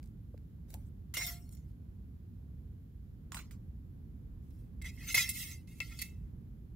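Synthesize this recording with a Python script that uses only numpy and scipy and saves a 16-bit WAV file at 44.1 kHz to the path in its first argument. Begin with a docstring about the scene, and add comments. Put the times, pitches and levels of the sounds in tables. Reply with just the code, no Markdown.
"""Thin metal camping ware is handled on a forest floor, a metre from two microphones: a plastic handle ticks,
a lid is set down, a pan lands on the burner, a steel stove shell is dragged and knocked. Each piece rings in
its own decaying modes, driven by single knocks and by noisy grit that rubs and skids. Soft thumps of filtered
noise come through the ground; wind, a low coloured noise, rumbles steadily over the microphones' own hiss."""
import sys
import numpy as np
from scipy import signal
from scipy.fft import rfft, irfft
from scipy.io import wavfile
from scipy.ndimage import uniform_filter1d

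SR = 44100
rng = np.random.default_rng(int(sys.argv[2]) if len(sys.argv) > 2 else 0)


def invert_db(level):
    """Linear amplitude ratio for a level in decibels (20 dB per decade), elementwise."""
    return 10 ** (np.asarray(level, dtype=float) / 20)


def store_wav(level_fs):
    """Save 16-bit WAV to argv[1]."""
    pcm = np.round(np.clip(np.atleast_2d(level_fs), -1, 1) * 32767)
    wavfile.write(sys.argv[1], SR, pcm.T.astype(np.int16))


N = 297675  # length in samples
SIDES = np.array([[1], [-1]])  # left, right
TAIL = np.arange(SR // 4) / SR  # time axis of one ring [s]


def at(points, hz):
    """A spectrum read on a log-frequency axis."""
    f, db = np.transpose(points)
    return np.interp(np.log(np.maximum(hz, 1)), np.log(f), db, left=-90, right=-90)


def colour(x, gain):
    """Filter by a gain given as a function of Hz."""
    return irfft(rfft(x) * gain(np.fft.rfftfreq(x.shape[-1], 1 / SR)), x.shape[-1])


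def band(x, lo_hz, hi_hz):
    """Causal band-pass."""
    return signal.sosfilt(signal.butter(3, (lo_hz, hi_hz), "bandpass", fs=SR, output="sos"), x)


def unit(x):
    """Scale to rms 1."""
    return x / np.sqrt(np.mean(x ** 2))


def walk(rate):
    """Random levels, a new one each 1 / rate s, smoothed twice into slow slides."""
    hold = int(SR / rate)
    steps = np.repeat(rng.standard_normal(N // hold + 1), hold)
    return 0.95 * uniform_filter1d(uniform_filter1d(steps, hold), hold)[:N]


# spectrum of the wind: (frequency [Hz], relative density [dB per Hz])
WIND = [(11, -60), (18, -25), (25, -2), (37, -5.5), (54, 1), (70, 0.5), (120, -6), (167, -9), (248, -15.5),
        (352, -26.5), (489, -35), (589, -42.5), (695, -44), (2500, -58.5), (3250, -89.5), (5500, -120)]
# the part unlike left and right: (frequency [Hz], level against the shared part [dB])
WIND_UNLIKE = [(25, -20.5), (125, -16), (400, -4.5), (2000, 4.5)]
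# slow swell under the flutter: (time [s], level [dB])
GUST = [(0, -47.5), (2.5, -47.5), (3.5, -47), (5, -46), (6.75, -46.5)]


def wind():
    """Low turbulence, nearly the same at both microphones, swelling slowly with a light flutter."""
    same, other = rng.standard_normal((2, N))
    same = colour(same, lambda f: invert_db(at(WIND, f)))
    other = colour(other, lambda f: invert_db(at(WIND, f) + at(WIND_UNLIKE, np.clip(f, 30, 1900))))
    swell_db = np.interp(np.arange(N) / SR, *np.transpose(GUST))
    flutter_db = .8 * walk(6)
    return unit(same + SIDES * other) * invert_db(swell_db + flutter_db)


# spectrum of the hiss: (frequency [Hz], relative density [dB per Hz])
HISS = [(880, -30), (1500, -5), (2290, -10), (3020, -5.5), (6450, -12.5), (7400, -10.5), (8330, -18),
        (11500, -6), (14900, -7), (15800, -12)]


def hiss():
    """Smooth air and electronics noise, unrelated left and right."""
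    middle, side = (colour(rng.standard_normal(N), lambda f: invert_db(at(HISS, f))) for _ in range(2))
    return unit(middle + 0.98 * SIDES * side) * invert_db(-81)


def mode_bank(modes, free):
    """One decaying complex turn for each mode; a firmer grip (lower free) shortens them all."""
    hz, db, t60 = np.transpose(modes)[:, :, None]
    return invert_db(db) * np.exp((2j * np.pi * hz - np.log(1000) / (t60 * free)) * TAIL)


def ring(modes, bank, gain_db, spread=0.93):
    """The modes at two microphones; higher ones arrive further out of step."""
    hz = np.transpose(modes)[0]
    skew = spread * np.minimum(hz / 10000, 1) ** 1.2 * rng.standard_normal(len(hz))
    sign = (-1.) ** np.arange(len(hz))  # neighbours start in opposite directions, so no thud lies below them
    return ((sign * invert_db(gain_db) * np.exp(1j * SIDES * skew)) @ bank).imag


def sheen(t60, side_gain):
    """The crowd of upper modes too dense to count: a noise that dies fast, almost unrelated left and right."""
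    middle, side = rng.standard_normal((2, len(TAIL)))
    return (middle + side_gain * SIDES * side) * invert_db(-60 * TAIL / t60)


def knocks(modes, table, low_hz, crack_db, crack_t60, chatter_t60=0.0058):
    """Every blow chatters briefly, rings the modes near its favoured pitch most and adds a crack of like colour."""
    out = np.zeros((2, N + SR))
    mode_hz = np.transpose(modes)[0]
    for s, peak_db, spot_hz, free, pan_db in table:
        free = max(free, .03)
        octaves = lambda hz: np.abs(np.log2(np.maximum(hz, 1) / spot_hz))
        off = octaves(mode_hz)
        # a 13 dB lift within some .06 octave of the spot, and 7 dB lost per octave away
        near_db = 13 * np.exp(-(off / .06) ** 2) - 7 * off
        tone = ring(modes, mode_bank(modes, min(free, 1.5)), near_db)

        click = TAIL == 0
        chatter = click + 0.044 * rng.standard_normal(len(TAIL)) * invert_db(-60 * TAIL / chatter_t60)
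        tone = signal.fftconvolve(tone, chatter[None], axes=1)[:, :len(TAIL)]

        crack = colour(sheen(crack_t60 * free, 0.89), lambda f: invert_db(-4.5 * octaves(f)))
        crack = band(crack, low_hz, 22000)

        blow = tone / abs(tone).max() + invert_db(crack_db) * crack / abs(crack).max()
        blow = blow * np.cos(np.pi / 2 * TAIL / TAIL[-1])  # fade to silence by the end
        i = int(s * SR)
        out[:, i:i + len(TAIL)] += invert_db(peak_db + SIDES * pan_db / 2) * blow / abs(blow).max()
    return out[:, :N]


# the skid after a knock, by piece: (level against the peak [dB], t60 when free [s],
# fineness at 2 kHz [dB], fineness per octave of the spot [dB])
SKIDS = dict(handle=(-28, 0.33, -8, 10), lid=(-29.5, 0.56, -2, 6.5), pan=(-15, 0.41, 0.5, 12.5),
         shell=(-29.5, 0.05, -9.5, 26))


def skids(table, name):
    """After each knock the piece skids to rest, longer when loosely held, finer when struck at a bright spot."""
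    under_db, t60, fine_db, per_octave_db = SKIDS[name]
    strokes = []
    for s, peak_db, spot_hz, free, _ in table:
        finest_db = fine_db + per_octave_db * np.log2(spot_hz / 2000)
        start_db = peak_db + under_db - max(finest_db, 0)
        strokes.append([(s, start_db, finest_db), (s + t60 * free, start_db - 60, finest_db)])
    return strokes


# edges of the pitch ranges that the grades of grit drive, by piece: (frequency [Hz], ..)
RUB_EDGES = dict(handle=(600, 3000, 7500, 16000), lid=(550, 1000, 1600, 3000, 7500, 16000),
             pan=(700, 2500, 4500, 8000, 16000), shell=(600, 1600, 2300, 3100, 7500, 16000))
# grades of grit, coarse to fine, by piece: (level [dB], share of the fineness taken up [0-1])
GRADES = dict(handle=[(-0.5, 0), (-3, 0.77), (1, 0.88)], lid=[(-19.5, 0.48), (-14.5, 0.7), (-5, 0.067),
          (-0.5, 0.42), (0.5, 1)], pan=[(-4.5, 0), (-7, 0.073), (0.5, 0.56), (-1.5, 0.88)],
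          shell=[(-16, 0.18), (-4.5, 0), (-5.5, 0.47), (0, .6), (3, 1)])


def rubbing(modes, strokes, name, sheen_db, sheen_t60, free, pan_db,
            grain_db=2.0, shift_db=10.0, dwell_s=.03, patchy_db=2.0):
    """Grades of grit drive the modes and the sheen; the contact slides, so their balance keeps changing."""
    rows, edges = np.concatenate(strokes), RUB_EDGES[name]
    first, last = int(rows[:, 0].min() * SR), int(rows[:, 0].max() * SR)
    length = last - first

    force = np.zeros((len(sheen_db), length))
    for stroke in strokes:
        s, coarse_db, finest_db = np.transpose(stroke)
        span = np.arange(int(s[0] * SR), int(s[-1] * SR))
        for k, (db, share) in enumerate(GRADES[name]):
            force[k, span - first] += invert_db(np.interp(span / SR, s, coarse_db + db + share * finest_db))
    force *= [invert_db(patchy_db * walk(70)[:length]) for _ in force]
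    grains = rng.standard_normal(force.shape) * invert_db(grain_db * rng.standard_normal(force.shape))
    force *= unit(grains)

    hop = int(dwell_s * SR)
    out, bank = np.zeros((2, length + SR)), mode_bank(modes, free)
    force = np.pad(force, ((0, 0), (hop, 2 * hop)))
    window = np.sin(np.pi * np.arange(2 * hop) / (2 * hop))
    for i in range(0, length + hop, hop):
        piece = force[:, i:i + 2 * hop] * window
        if not piece.any():
            continue
        tone = unit(ring(modes, bank, shift_db * rng.standard_normal(len(modes))))
        crowd = unit(sheen(sheen_t60, 1.0))
        for k, grit in enumerate(piece):
            # each band has its own balance of sheen to modes
            part = band(tone + invert_db(sheen_db[k]) * crowd, edges[k], edges[k + 1])
            part = part / np.sqrt((part ** 2).sum() / 2)
            sound = signal.fftconvolve(part, grit[None], axes=1)
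            out[:, i:i + sound.shape[1]] += sound
    return np.pad(out[:, hop:], ((0, 0), (first, N)))[:, :N] * invert_db(SIDES * pan_db / 2)


# modes of the handle: (frequency [Hz], relative level [dB], t60 when free [s])
HANDLE = [(550, 1, 0.069), (854, -2, .04), (1560, -7, 0.066), (2230, -1, 0.012), (4800, -8, 0.019),
          (7240, -9, 0.012), (11200, -14, 0.031)]
# ticks: (time [s], peak level [dB], favoured pitch [Hz], share of free ring time [ratio], left minus right [dB])
HANDLE_KNOCKS = [(0.0288, -50.5, 5540, 0.46, 0.5), (0.04, -56, 4820, .4, 0), (0.074, -60, 7000, .4, 0),
                 (0.0583, -55.5, 7980, 0.63, -1.0), (0.377, -57, 2920, 0.49, -1.7),
                 (0.704, -45.5, 11800, 0.56, 2.0), (0.7412, -32.5, 12000, 0.23, 1.0)]
# one table per stretch of contact: (time [s], coarse grit level [dB], fineness, finest grit over it [dB])
HANDLE_DRAGS = [
    [(0.68, -77, -5), (0.702, -78, 12), (0.726, -76, 7), (0.742, -55, -19), (0.762, -72.5, -6),
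     (0.886, -94, 13.5), (0.9, -90, -6)],
]


def handle():
    """A plastic handle ticks and scrapes: few modes, mostly very short."""
    struck = knocks(HANDLE, HANDLE_KNOCKS, low_hz=820.0, crack_db=3.4, crack_t60=0.034)
    strokes = HANDLE_DRAGS + skids(HANDLE_KNOCKS, "handle")
    return struck + rubbing(HANDLE, strokes, "handle", sheen_db=(3., 5., 8.),
                            sheen_t60=0.0064, free=0.79, pan_db=2.6)


# soft thumps through the ground: (time [s], peak level [dB], top frequency [Hz], t60 [s])
THUMPS = [(.342, -47, 450, .03), (.743, -54, 900, .05), (1.169, -44, 650, .12), (5.144, -43, 1100, .1),
          (5.804, -49, 1100, .05)]


def thump():
    """Dull, damped pushes through the needles: short bursts of low noise."""
    out = np.zeros(N + SR)
    for s, peak_db, top_hz, t60 in THUMPS:
        push = band(rng.standard_normal(len(TAIL)) * invert_db(-60 * TAIL / t60), 160, top_hz)
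        i = int(s * SR)
        out[i:i + len(TAIL)] += invert_db(peak_db) * push / abs(push).max()
    return out[:N]


# modes of the lid: (frequency [Hz], relative level [dB], t60 when free [s])
LID = [(700, -20, .7), (1378, -16, .4), (1980, -6, .15), (2121, 0, .2), (2853, -12, .15), (3268, -14, .2),
       (3635, -10, .2), (3903, -15, .2), (4301, -8, .15), (5154, -12, .2), (5500, -5, .3), (6202, -17, .35),
       (6993, -15, .4), (7666, -16, .15), (8220, -18, .15), (8969, -17, .1), (9717, -15, .2),
       (10100, -17, .15), (11280, -18, .12), (11970, -17, .12), (12890, -16, .12), (13350, -16, .15),
       (14300, -18, .1)]
# knocks: (time [s], peak level [dB], favoured pitch [Hz], share of free ring time [ratio], left minus right [dB])
LID_KNOCKS = [(1.1395, -36, 1960, 0.4, -1.5), (1.1689, -24, 2280, 0.6, -2), (1.2155, -36, 2140, 0.6, -1),
              (1.2647, -28, 12000, 0.35, -6), (1.305, -46.5, 700, 0.72, 2), (1.4921, -43.5, 12800, 0.02, 0),
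              (1.525, -54, 9900, 0.2, -14), (1.5494, -49, 13300, 0.22, 5.5),
              (1.5694, -57.5, 7000, 0.48, -8)]
# one table per stretch of contact: (time [s], coarse grit level [dB], fineness, finest grit over it [dB])
LID_DRAGS = [
    [(1.139, -48.5, 10), (1.165, -44.5, -12), (1.171, -49, 8), (1.193, -48.5, 2), (1.231, -38, -8.5),
     (1.255, -50, 2), (1.262, -50, -5)],
    [(1.268, -48, 6), (1.282, -50, 1), (1.294, -45.5, -3), (1.304, -54, 5), (1.398, -74, 4.5),
     (1.464, -85.5, 12), (1.49, -86, 8)],
    [(1.493, -86, 7), (1.535, -86, 27), (1.545, -88, 9), (1.623, -97, 12), (1.655, -87, -1),
     (1.671, -98, 16), (1.72, -90, 7)],
]


def lid():
    """A thin lid is set down: many long modes up into the treble, knocked and rubbed."""
    struck = knocks(LID, LID_KNOCKS, low_hz=1100., crack_db=3.5, crack_t60=0.15)
    strokes = LID_DRAGS + skids(LID_KNOCKS, "lid")
    return struck + rubbing(LID, strokes, "lid", sheen_db=(-7.5, -10.5, -1.0, 3.0, -0.5),
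                            sheen_t60=0.0151, free=.25, pan_db=1.5)


# modes of the pan: (frequency [Hz], relative level [dB], t60 when free [s])
PAN = [(1060, -4, .06), (1480, -3, .04), (2010, -2, .04), (2900, -8, .03), (3400, -9, .03), (4170, -9, .03),
       (5800, -12, .02), (7000, -13, .02), (7920, -13, .02), (10900, -16, .02), (13300, -15, .02)]
# knocks: (time [s], peak level [dB], favoured pitch [Hz], share of free ring time [ratio], left minus right [dB])
PAN_KNOCKS = [(3.32, -33.5, 1580, 0.24, -2), (3.345, -32.5, 2140, 0.33, 1), (3.368, -35, 1060, 0.62, 2),
              (3.391, -40.5, 1000, 0.26, 0), (3.418, -73, 1080, 0.38, 2), (3.51, -46, 1970, 0.33, -0.5)]


def pan():
    """A pan lands on the burner: heavily damped modes, each knock ending in a skid."""
    struck = knocks(PAN, PAN_KNOCKS, low_hz=680.0, crack_db=4.4, crack_t60=0.059)
    return struck + rubbing(PAN, skids(PAN_KNOCKS, "pan"), "pan", sheen_db=(7.7, 12.5, 14., 13.0),
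                            sheen_t60=0.007, free=0.3, pan_db=-1.3)


# modes of the steel shell: (frequency [Hz], relative level [dB], t60 when free [s])
SHELL = [(1365, -21, .5), (1800, -19, .1), (1972, -6, .2), (2076, -1, .2), (2140, 0, .22), (2465, -13, .12),
         (2523, -11, .15), (2645, -9, .45), (2720, -12, .12), (2939, -14, .1), (3277, -13, .15),
         (3424, -15, .2), (3865, -13, .18), (3912, -13, .18), (4465, -13, .15), (4800, -16, .1),
         (5118, -14, .18), (5275, -12, .15), (5478, -13, .15), (6090, -13, .12), (6305, -12, .15),
         (6970, -16, .1), (7600, -17, .08), (8161, -18, .08), (9200, -18, .07), (10690, -16, .07),
         (11450, -18, .06), (12250, -17, .07), (13400, -19, .06), (14500, -18, .06)]
# knocks: (time [s], peak level [dB], favoured pitch [Hz], share of free ring time [ratio], left minus right [dB])
SHELL_KNOCKS = [(4.505, -66.5, 11500, 0.41, -15), (4.816, -44, 2190, 0.5, 1), (4.844, -42, 2160, 0.46, -3),
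                (4.974, -53, 2140, .55, -4), (5.143, -19, 2090, 0.27, -1.5), (5.155, -27, 6300, 1.4, -2),
                (5.175, -23.5, 2220, 0.38, 7), (5.177, -28.5, 1380, 0.44, -4),
                (5.2902, -24, 10560, 0.79, 2), (5.675, -57, 2600, 0.78, 0), (5.803, -26, 2702, 0.17, 5.5),
                (5.989, -35.5, 4465, 1.1, 0), (6.017, -32, 12250, 0.52, -10), (6.053, -57, 2700, 1.4, 7.5)]
# a finger's light first touch: (time [s], coarse grit level [dB], fineness, finest grit over it [dB])
SHELL_BRUSH = [
    [(4.42, -100, 11), (4.5, -96, 13.4), (4.6, -93.5, 13), (4.72, -104, 8)],
]
# one table per stretch of contact: (time [s], coarse grit level [dB], fineness, finest grit over it [dB])
SHELL_DRAGS = [
    [(4.82, -50.5, -3), (4.832, -64, -11), (4.858, -44, -15.5), (4.902, -53, -12), (4.908, -64, -11),
     (4.962, -72, 2.5), (4.97, -65, -5)],
    [(4.976, -60, -13), (4.982, -58.5, -11), (5.048, -52.5, -7), (5.062, -54.5, -4.5), (5.1, -38.5, -7.5),
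     (5.112, -48.5, 4), (5.136, -57, 12)],
    [(5.144, -30, -5), (5.15, -31, -2.5), (5.16, -29.5, -10.5), (5.176, -28.5, -7), (5.222, -40, -0.5),
     (5.258, -44.5, -6.5), (5.286, -45, -9)],
    [(5.292, -60, 23.5), (5.328, -64, 9.5), (5.364, -49.5, 1), (5.43, -48, 1), (5.458, -58.5, 5),
     (5.526, -56, 0.5), (5.66, -92, 0.5)],
    [(5.672, -64, -5), (5.676, -70, 1.5), (5.734, -67.5, -6), (5.744, -73.5, -2.5), (5.794, -73.5, 10)],
    [(5.806, -41, -16), (5.854, -58.5, -7.5), (5.898, -61.5, -3.5), (5.92, -48, -18), (5.934, -65, -1),
     (5.942, -54.5, -12.5), (5.985, -64.5, 1.5)],
    [(5.99, -59, 10.5), (6.004, -61.5, 0.5), (6.022, -45, 3.5), (6.032, -61, 4), (6.044, -60.5, 2.5),
     (6.154, -78.5, -5.5), (6.32, -99, 1)],
]


def shell():
    """A steel stove shell is brushed, dragged and knocked: dense modes, strongest near 2 kHz."""
    struck = knocks(SHELL, SHELL_KNOCKS, low_hz=800.0, crack_db=-2.0, crack_t60=0.085)
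    strokes = SHELL_BRUSH + SHELL_DRAGS + skids(SHELL_KNOCKS, "shell")
    return struck + rubbing(SHELL, strokes, "shell", sheen_db=(-15.0, -10.0, -4.5, 6.0, 2.0),
                            sheen_t60=0.017, free=0.26, pan_db=.6)


def scene():
    """A plastic handle and three pieces of metal, with ground thumps, over wind and hiss."""
    return wind() + hiss() + handle() + thump() + lid() + pan() + shell()


def roll_off(x):
    """The treble ends steeply here."""
    return signal.sosfilt(signal.butter(12, 16600, fs=SR, output="sos"), x)


def record(dry):
    """The right microphone is a little more sensitive; both lose the deepest bass and the very top."""
    low_cut_hz, top_hz, right_gain_db = 39, 15650, 1.82
    x = signal.sosfilt(signal.butter(4, low_cut_hz, "highpass", fs=SR, output="sos"), dry)
    x = signal.sosfilt(signal.ellip(8, .2, 60, top_hz, fs=SR, output="sos"), x)
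    mix = x * invert_db(-SIDES * right_gain_db / 2)
    return roll_off(mix)


dry = scene()
out = record(dry)
store_wav(out)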